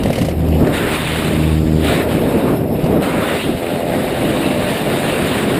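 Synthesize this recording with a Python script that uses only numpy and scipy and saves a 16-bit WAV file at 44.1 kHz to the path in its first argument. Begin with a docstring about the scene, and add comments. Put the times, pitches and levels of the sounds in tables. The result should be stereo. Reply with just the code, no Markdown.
"""Wind batters a small camera in a tight housing as it falls through open air among propeller planes.
Eddies buffet the microphone, flaps of air knock the housing into a hollow ring, and the airstream
hisses up whenever the housing turns into it. Something scrapes briefly on the shell.
Propeller blades send out trains of pressure pulses: one throbs close by in the first two seconds,
and later another drones from farther off."""
import sys
import numpy as np
from scipy import signal
from scipy.fft import rfft, irfft, next_fast_len
from scipy.io import wavfile
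from scipy.ndimage import uniform_filter1d

SR = 44100
rng = np.random.default_rng(int(sys.argv[2]) if len(sys.argv) > 2 else 0)


def int16_out(signal):
    """Quantize to a 16-bit WAV file."""
    q = np.round(np.clip(np.atleast_2d(signal).T, -1, 1) * 32767)
    wavfile.write(sys.argv[1], SR, q.astype(np.int16))


N = 246519
TIME = np.arange(N) / SR
USUAL_FORCE_DB, USUAL_HISS_DB = -22, -28

# scrapes on the housing: (time [s], level [dB], half length [s])
SCRAPE_STROKES = [(0.546, -35, .028), (.648, -32, .008)]
# resonances they excite: (frequency [Hz], relative level [dB])
SCRAPE_SPECTRUM = [(1600, -20), (2110, -2), (2450, -4), (2960, 3), (3300, -10), (4200, -27)]

# blade harmonics before the brightness tilt: (frequency [Hz], relative level [dB])
FAR_HARMONICS = [(85, -8), (170, -16), (255, -18), (340, 4.5), (425, -2.5), (510, -2.5), (595, -4.5),
                 (680, -10), (765, -17), (850, -22), (1020, -61)]
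NEAR_HARMONICS = [(78, 0.5), (156, 3), (234, -2), (312, -2.5), (390, -9.5), (470, -12.5), (620, -21),
                  (950, -43)]
# swells of the close propeller: (time [s], level [dB], brightness [dB/octave])
NEAR_SWELLS = [(.22, -14, -15), (.33, -27, -9), (.41, -16.5, -5.5), (.5, -14, -7), (.575, -13.5, -3),
               (.62, -16, 1), (.69, -19.5, 5), (.8, -26.5, 2), (1.12, -23, 0), (1.33, -18.5, 1.5),
               (1.42, -15.5, 0.5), (1.54, -13, -1.5), (1.66, -14.5, 1.5), (1.78, -11.5, 2.5),
               (1.88, -17.5, -4), (1.97, -33, -22), (2.2, -15.5, 15)]
# its speed: (time [s], blade rate [Hz])
NEAR_BLADE_RATE = [(.3, 78), (.42, 79.5), (.55, 79), (.65, 78.3), (1.5, 78.4), (1.7, 78.2), (2.2, 78.2)]
# hiss of its blade tips: (frequency [Hz], relative level [dB])
TIP_SPECTRUM = [(3500, -20), (4500, 3.5), (5300, -1), (6000, -22), (7200, 2), (8500, -8), (11000, -42.5)]

# flaps of air: (time [s], knock [dB], crackle [dB], decay [s], clack [dB], clack pitch [Hz])
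FLAP_HITS = [(0.034, -16, -21.5, 0.0061, -26, 2960), (.057, -1.5, -27, 0.0093, -21, 1810),
             (0.082, -4, -26, .003, -35, 2150), (.1029, 0, -26, 0.0087, -25, 1380),
             (.129, -23, -24.5, .013, -18.5, 2190), (0.155, -20, -27, 0.021, -21, 2940),
             (.1808, -4, -28, 0.016, -24, 2180), (0.185, -20, -35, .006, -28, 4400),
             (.213, -26, -26, .012, -26, 2960), (.219, -17, -30, .009, -24, 2025),
             (.247, -17, -29, 0.026, -31, 1970), (.285, -4, -29.5, 0.014, -33, 2160),
             (.312, -26, -38, 0.006, -27, 2200), (0.485, -7, -31, .006, -31, 1090),
             (.671, -4, -28, 0.0062, -18, 1830), (2.223, -8, -44, 0.013, -34, 1110),
             (2.839, -16, -31, .012, -35, 4700), (2.862, -3, -31, 0.0056, -34, 2240)]
# ring of the housing: (nominal pitch [Hz], level [dB], decay [share of the flap's])
HOUSING_MODES = [(192, -6, 0.37), (380, -24, 1), (544, -1.5, 0.41), (643, -10, 0.48), (2960, -30, 0.86)]
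# crackle on each flap: (frequency [Hz], relative level [dB])
CRACKLE_SPECTRUM = [(400, 2), (1200, 4.5), (1600, -5), (1950, 7), (2500, -1), (3000, 5.5), (3500, -5),
                    (4500, 0), (6200, -8), (8800, -4.5), (12000, -9), (16000, -15)]

# sweep of the hollow rush: (time [s], centre [Hz], level [dB])
RUSH_SWEEP = [(.57, 1200, -58), (.615, 1250, -33), (.72, 1400, -35), (.76, 1600, -30.5), (.88, 1750, -24),
              (.98, 3300, -26), (1.18, 3160, -25), (1.42, 3100, -47), (1.75, 3300, -41),
              (1.87, 3550, -15.5), (1.97, 3400, -37), (2.02, 1570, -28), (2.1, 1300, -48), (2.5, 1040, -31),
              (2.68, 1000, -53), (2.95, 1160, -36), (3.15, 1270, -29), (3.31, 1590, -25),
              (3.45, 3130, -21.5), (3.55, 3430, -42), (4.8, 1800, -55), (5.05, 1450, -38),
              (5.24, 1420, -36), (5.385, 1600, -29), (5.45, 1400, -35), (5.58, 1300, -39)]
# airstream past the edges as the housing tumbles: (time [s], hiss [dB])
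HISS_ENVELOPE = [(0, -30), (.15, -31.5), (.3, -34.5), (.345, -41.5), (.58, -36.5), (.72, -31.5),
                 (.742, -22), (.86, -27.5), (.95, -21.5), (1.03, -24.5), (1.17, -24), (1.35, -27.5),
                 (1.55, -31), (1.6, -36), (1.79, -35), (1.865, -22.5), (1.95, -22), (1.975, -24.5),
                 (2.005, -26), (2.06, -34.5), (2.12, -27.5), (2.26, -31.5), (2.5, -32), (2.66, -42),
                 (2.86, -33.5), (2.995, -37), (3.03, -26.5), (3.19, -28.5), (3.28, -24.5), (3.45, -26),
                 (3.495, -31), (3.78, -30.5), (3.84, -33.5), (3.91, -29.5), (4.3, -26), (4.5, -26),
                 (4.62, -28), (4.7, -24), (4.82, -27), (5.05, -24), (5.24, -24.5), (5.39, -23), (5.44, -25),
                 (5.58, -26.5)]
# colours of the airstream's layers: (frequency [Hz], relative level [dB])
RUSH_DRIVE_SPECTRUM = [(400, 5), (900, 18.5), (4000, 3), (5500, -27)]
HISS_SPECTRUM = [(450, -4.5), (800, 1), (1050, 1), (1400, -0.5), (1800, 0.5), (2800, 0), (3300, -6),
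                 (3950, -8), (4450, -13), (6000, -28.5), (7200, -17.5), (8400, -10.5), (10000, -11.5),
                 (16000, -65)]
FIZZ_SPECTRUM = [(2000, -14), (3000, -15), (4700, 3), (5900, -19.5), (7200, -33), (10300, -10.5),
                 (13400, -2.5), (15000, 4)]
SIZZLE_SPECTRUM = [(3800, -20), (4500, -1.5), (5300, 25.5), (6000, -24), (10300, 17), (11350, 30.5),
                   (12650, 30.5), (13400, -20), (14600, -20), (16000, -23)]

# push of the wind on the housing: (time [s], force [dB])
WIND_FORCE = [(0, -26), (.1, -24), (.33, -28.5), (.56, -20.5), (.65, -19), (.75, -21), (.86, -20),
              (1.04, -27.5), (1.33, -22.5), (1.55, -29.5), (1.78, -29), (1.85, -19.5), (2.01, -18),
              (2.16, -20), (2.25, -18), (2.45, -19.5), (2.64, -21.5), (2.8, -21), (2.97, -17),
              (3.05, -19.5), (3.35, -20), (3.42, -28), (3.55, -27), (3.88, -24), (4, -22), (4.45, -22.5),
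              (4.62, -23), (5.25, -21.5), (5.58, -21)]
# single big eddies that thump the microphone: (time [s], rumble [dB], buffet [dB], half length [s])
EDDY_THUMPS = [(0.04, -21.5, -17, 0.077), (0.233, -16, -18, 0.034), (0.62, -11, -22, 0.019),
               (0.685, -16, -31, 0.029), (1.65, -30, -18, .02), (2.155, -18, -17, 0.029),
               (2.365, -11.5, -33, 0.026), (2.53, -14, -32, 0.021), (2.717, -17, -30, 0.012),
               (2.847, -19, -13, .014), (2.917, -22, -17, .025), (2.972, -16, -32, 0.031),
               (3.184, -21, -35, 0.012), (3.487, -14.5, -28, 0.04), (3.544, -27, -19, 0.019),
               (4.275, -20, -37, 0.078), (4.48, -17, -28, 0.043)]
# dips in the buffeting: (middle [s], half length [s], depth [dB])
BUFFET_CALMS = [(3.53, 0.48, -11), (5.0, 0.27, -5.5)]
# colours of large, middling and small eddies: (frequency [Hz], relative level [dB])
BUFFET_SPECTRUM = [(12, -10), (25, -9), (42, 7.5), (75, 4), (115, 10.5), (150, 10.5), (260, 0.5)]
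RUMBLE_SPECTRUM = [(70, -6), (115, -6), (145, -1), (260, 3), (400, -2.5), (480, -9.5), (800, -14)]
ROAR_SPECTRUM = [(250, -26), (390, 2.5), (460, 2.5), (630, 1.5), (760, -6.5), (920, -11.5), (1250, -25.5),
                 (1700, -58), (2800, -50)]


def gain_of(db):
    """Decibels to amplitude."""
    return 10 ** (np.asarray(db) / 20)


def unit_rms(x):
    """Scales to rms 1."""
    return x / np.sqrt(np.mean(x ** 2) + 1e-20)


def level_at(spectrum, hz):
    """A spectrum's dB at hz, on a log-frequency axis; -90 dB beyond its ends."""
    f, db = np.transpose(spectrum)
    return np.interp(np.log(hz + 1), np.log(f + 1), db, left=-90, right=-90)


def curves(rows):
    """One automation curve for each column after a table's time column."""
    times, *columns = np.transpose(rows)
    return [np.interp(TIME, times, column) for column in columns]


def swell(middle_s, half_length_s):
    """A bell-shaped envelope that peaks at 1."""
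    return np.exp(-((TIME - middle_s) / half_length_s) ** 2)


def gate(start_s, rise_s, end_s, release_s):
    """Attack, hold and release, from 0 to 1."""
    return np.clip((TIME - start_s) / rise_s, 0, 1) * np.clip((end_s - TIME) / release_s, 0, 1)


def coloured(x, spectrum):
    """Equalises x with a spectrum, at rms 1."""
    size = next_fast_len(N + 4096)
    eq = gain_of(level_at(spectrum, np.fft.rfftfreq(size, 1 / SR)))
    return unit_rms(irfft(rfft(x, size) * eq, size)[:N])


def wander(rate_hz):
    """Smooth random modulation of rms 1, moving at up to about rate_hz."""
    size = next_fast_len(N)
    lowpass = np.exp(-(np.fft.rfftfreq(size, 1 / SR) / rate_hz) ** 2)
    return unit_rms(irfft(rfft(rng.standard_normal(size)) * lowpass, size)[:N])


def ticks(per_s):
    """Sparse impulses of random timing and size."""
    return (rng.random(N) < per_s / SR) * rng.standard_normal(N)


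def turbulence(spectrum, span_s):
    """Coloured noise whose power, taken over span_s, is steady."""
    noise = coloured(rng.standard_normal(N), spectrum)
    width = int(span_s * SR)
    power = uniform_filter1d(uniform_filter1d(noise ** 2, width), width)
    return noise / np.sqrt(power + 1e-9)


def patchy(x, depth_db):
    """Small eddies colour the noise in patches some hundred Hz wide and some tens of ms long."""
    frames = signal.stft(x, nperseg=512, noverlap=384)[2]
    patches = uniform_filter1d(rng.standard_normal(frames.shape), size=5, axis=0)
    patches = unit_rms(uniform_filter1d(patches, size=12, axis=1))
    return signal.istft(frames * gain_of(depth_db * patches), nperseg=512, noverlap=384)[1][:N]


def resonate(x, centre_hz, width_hz):
    """A resonance that follows the curve centre_hz."""
    carrier = np.exp(2j * np.pi * np.cumsum(centre_hz) / SR)
    pole = np.exp(-np.pi * width_hz / SR)
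    return 2 * (carrier * signal.lfilter([1 - pole], [1, -pole], x / carrier)).real


def scrapes():
    """Short runs of tiny slips ring the housing's bright resonances."""
    strokes = sum(gain_of(db) * swell(s, half_length) for s, db, half_length in SCRAPE_STROKES)
    return strokes * coloured(ticks(per_s=1500), SCRAPE_SPECTRUM)


def blade_pulses(rate_hz, tilt_db_per_octave, harmonics, jitter_cycles, scatter):
    """Each blade sends one pulse, a push then a pull; rough air shakes its timing and harmonics."""
    cycles = np.cumsum(rate_hz) / SR + jitter_cycles * wander(rate_hz=25)
    pulses, power = np.zeros(N), np.zeros(N)
    for k in range(1, 12):
        hz = np.clip(k * rate_hz.mean(), harmonics[0][0], harmonics[-1][0])
        height = gain_of(level_at(harmonics, hz) + tilt_db_per_octave * np.log2(k))
        waver = 1 + scatter * wander(rate_hz=15)
        pulses += height * waver * np.cos(2 * np.pi * k * cycles + np.pi / 3)
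        power += height ** 2 / 2
    return pulses / np.sqrt(power)


def far_propeller():
    """A distant propeller comes in quickly, drones at a steady rate and recedes into the wind."""
    start_s, fade_db_per_s = 3.445, 3.5
    pulses = blade_pulses(rate_hz=np.full(N, 85.05), tilt_db_per_octave=14.5,
                          harmonics=FAR_HARMONICS, jitter_cycles=0.016, scatter=0.38)
    level_db = -21 - fade_db_per_s * (TIME - start_s)
    return pulses * gain_of(level_db) * gate(start_s, rise_s=0.24, end_s=5.6, release_s=0.21)


def near_propeller():
    """A close propeller throbs in swells; churned air buffets behind it and its blade tips hiss."""
    level_db, brightness = curves(NEAR_SWELLS)
    rate_hz = curves(NEAR_BLADE_RATE)[0]
    pulses = blade_pulses(rate_hz, brightness, NEAR_HARMONICS, jitter_cycles=0.005, scatter=0.12)
    throb_db = 0.6 * wander(rate_hz=28)
    wash = gain_of(-17) * turbulence(BUFFET_SPECTRUM, span_s=0.085)
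    tip_db = -32.5 + 0.6 * np.minimum(brightness, 0)  # softer while the tone is dull
    tips = gain_of(tip_db) * coloured(rng.standard_normal(N), TIP_SPECTRUM) * (1 + 0.26 * pulses)
    fades = gate(NEAR_SWELLS[0][0], rise_s=0.048, end_s=NEAR_SWELLS[-1][0], release_s=0.013)
    return (pulses + wash + tips) * gain_of(level_db + throb_db) * fades


def flaps():
    """Each flap of air knocks the housing into a short hollow ring, topped by a clack and a crackle."""
    knock_rise_s, crackle_rise_s = 0.001, 0.0007
    clack_width_hz, clack_decay_s = 210, 0.0079
    age = TIME[:SR // 8]
    push, snap = 1 - np.exp(-age / knock_rise_s), 1 - np.exp(-age / crackle_rise_s)
    knock, crackle = np.zeros(N), np.zeros(N)
    for s, knock_db, crackle_db, decay, clack_db, clack_hz in FLAP_HITS:
        start = round(s * SR)
        during = slice(start, start + len(age))
        for hz, db, share in HOUSING_MODES:
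            mode = np.sin(2 * np.pi * hz * rng.uniform(0.92, 1.037) * age)
            knock[during] += gain_of(knock_db + db) * push * mode * np.exp(-age / (decay * share))
        # the clack's pitch depends on where the flap lands; chatter roughens it
        chatter = np.cumsum(rng.standard_normal(len(age))) * np.sqrt(2 * np.pi * clack_width_hz / SR)
        clack = np.sin(2 * np.pi * clack_hz * age + uniform_filter1d(chatter, size=16))
        knock[during] += gain_of(clack_db) * push * clack * np.exp(-age / clack_decay_s)
        crackle[during] += gain_of(crackle_db) * snap * np.exp(-age / decay)
    return knock + crackle * turbulence(CRACKLE_SPECTRUM, span_s=0.018)


def hollow_rush():
    """Air across the housing's openings drives a broad resonance that sweeps as the housing turns."""
    centre_hz, level_db = curves(RUSH_SWEEP)
    rush = coloured(rng.standard_normal(N), RUSH_DRIVE_SPECTRUM)
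    for _ in range(3):
        rush = resonate(rush, centre_hz, width_hz=1550)
    return unit_rms(rush) * gain_of(level_db)


def cavity_ring(hiss, facing_db, force_db):
    """A cavity lifts one band of the hiss: more when facing the air, less as the force chokes it."""
    centre_hz, width_hz = 3710, 320
    band = signal.lfilter(*signal.iirpeak(centre_hz, centre_hz / width_hz, fs=SR), hiss)
    lift_db = 4.5 + 0.12 * facing_db - 0.17 * force_db
    return hiss + band * (gain_of(lift_db) - 1)


def airstream(hiss_db, force_db, eddies):
    """Air tears past the housing's edges: a hiss that spits and flutters with the eddies."""
    flutter = unit_rms(gain_of(0.62 * wander(rate_hz=36) + 0.5 * eddies))
    spits = gain_of(-9.5) * unit_rms(ticks(per_s=350))
    grain = patchy(rng.standard_normal(N) + spits, depth_db=1.6)
    hiss = coloured(grain, HISS_SPECTRUM) * gain_of(hiss_db + 0.7)
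    hiss = cavity_ring(hiss, hiss_db - USUAL_HISS_DB, force_db)
    rush = hollow_rush()
    fine_grain = patchy(rng.standard_normal(N), depth_db=1.5)
    fizz = coloured(fine_grain, FIZZ_SPECTRUM) * gain_of(0.94 * hiss_db - 17.5)
    # a thin high sizzle rides the wind's force and stays on when the hiss drops
    sizzle = coloured(rng.standard_normal(N), SIZZLE_SPECTRUM)
    sizzle *= gain_of(-42.5 + 0.54 * force_db + 1.9 * wander(rate_hz=21))
    lull_db = np.interp(TIME, [0.29, 0.34], [-3, 0])  # held back under the opening flaps
    return (hiss + rush + fizz + sizzle) * flutter * gain_of(lull_db)


def buffeting_wind(force_db, facing_db):
    """Large, middling and small eddies press on the microphone, each size gusting at its own speed."""
    calm_db = sum(db * swell(s, half_length) for s, half_length, db in BUFFET_CALMS)
    # buffet and rumble grow in the housing's lee, as it turns out of the airstream
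    buffet = gain_of(-26.5 + 0.044 * force_db - 0.24 * facing_db + calm_db + 2.5 * wander(rate_hz=20))
    rumble = gain_of(-20.5 + 0.94 * force_db - 0.065 * facing_db + 1.9 * wander(rate_hz=7.8))
    roar = gain_of(-24.5 + force_db + 1.74 * wander(rate_hz=50))
    for s, rumble_db, buffet_db, half_length in EDDY_THUMPS:
        thump = swell(s, half_length)
        rumble = np.hypot(rumble, gain_of(rumble_db) * thump)
        buffet = np.hypot(buffet, gain_of(buffet_db) * thump)
    return (buffet * turbulence(BUFFET_SPECTRUM, span_s=0.13)
            + rumble * turbulence(RUMBLE_SPECTRUM, span_s=0.055)
            + roar * turbulence(ROAR_SPECTRUM, span_s=0.042))


def scene():
    """Wind, knocks, scrapes and two propellers reach one microphone, the same in both channels."""
    force_db = curves(WIND_FORCE)[0] - USUAL_FORCE_DB
    hiss_db = curves(HISS_ENVELOPE)[0]
    low_end = buffeting_wind(force_db, hiss_db - USUAL_HISS_DB) + near_propeller() + far_propeller()
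    # the low end, levelled out, modulates the airstream
    eddies = low_end / np.sqrt(uniform_filter1d(low_end ** 2, size=4096) + 1e-9)
    mono = low_end + airstream(hiss_db, force_db, eddies) + flaps() + scrapes()
    return np.array([mono, mono])


def record(dry):
    """A soft clipper rounds the tallest peaks, then a steep low-pass trims the top."""
    ceiling, cutoff_hz = 0.74, 15250
    rounded = dry / (1 + (dry / ceiling) ** 6) ** (1 / 6)
    lowpass = signal.firwin(511, cutoff_hz, window=("kaiser", 9), fs=SR)
    return signal.oaconvolve(rounded, lowpass[None], "same")


dry = scene()
out = record(dry)
int16_out(out)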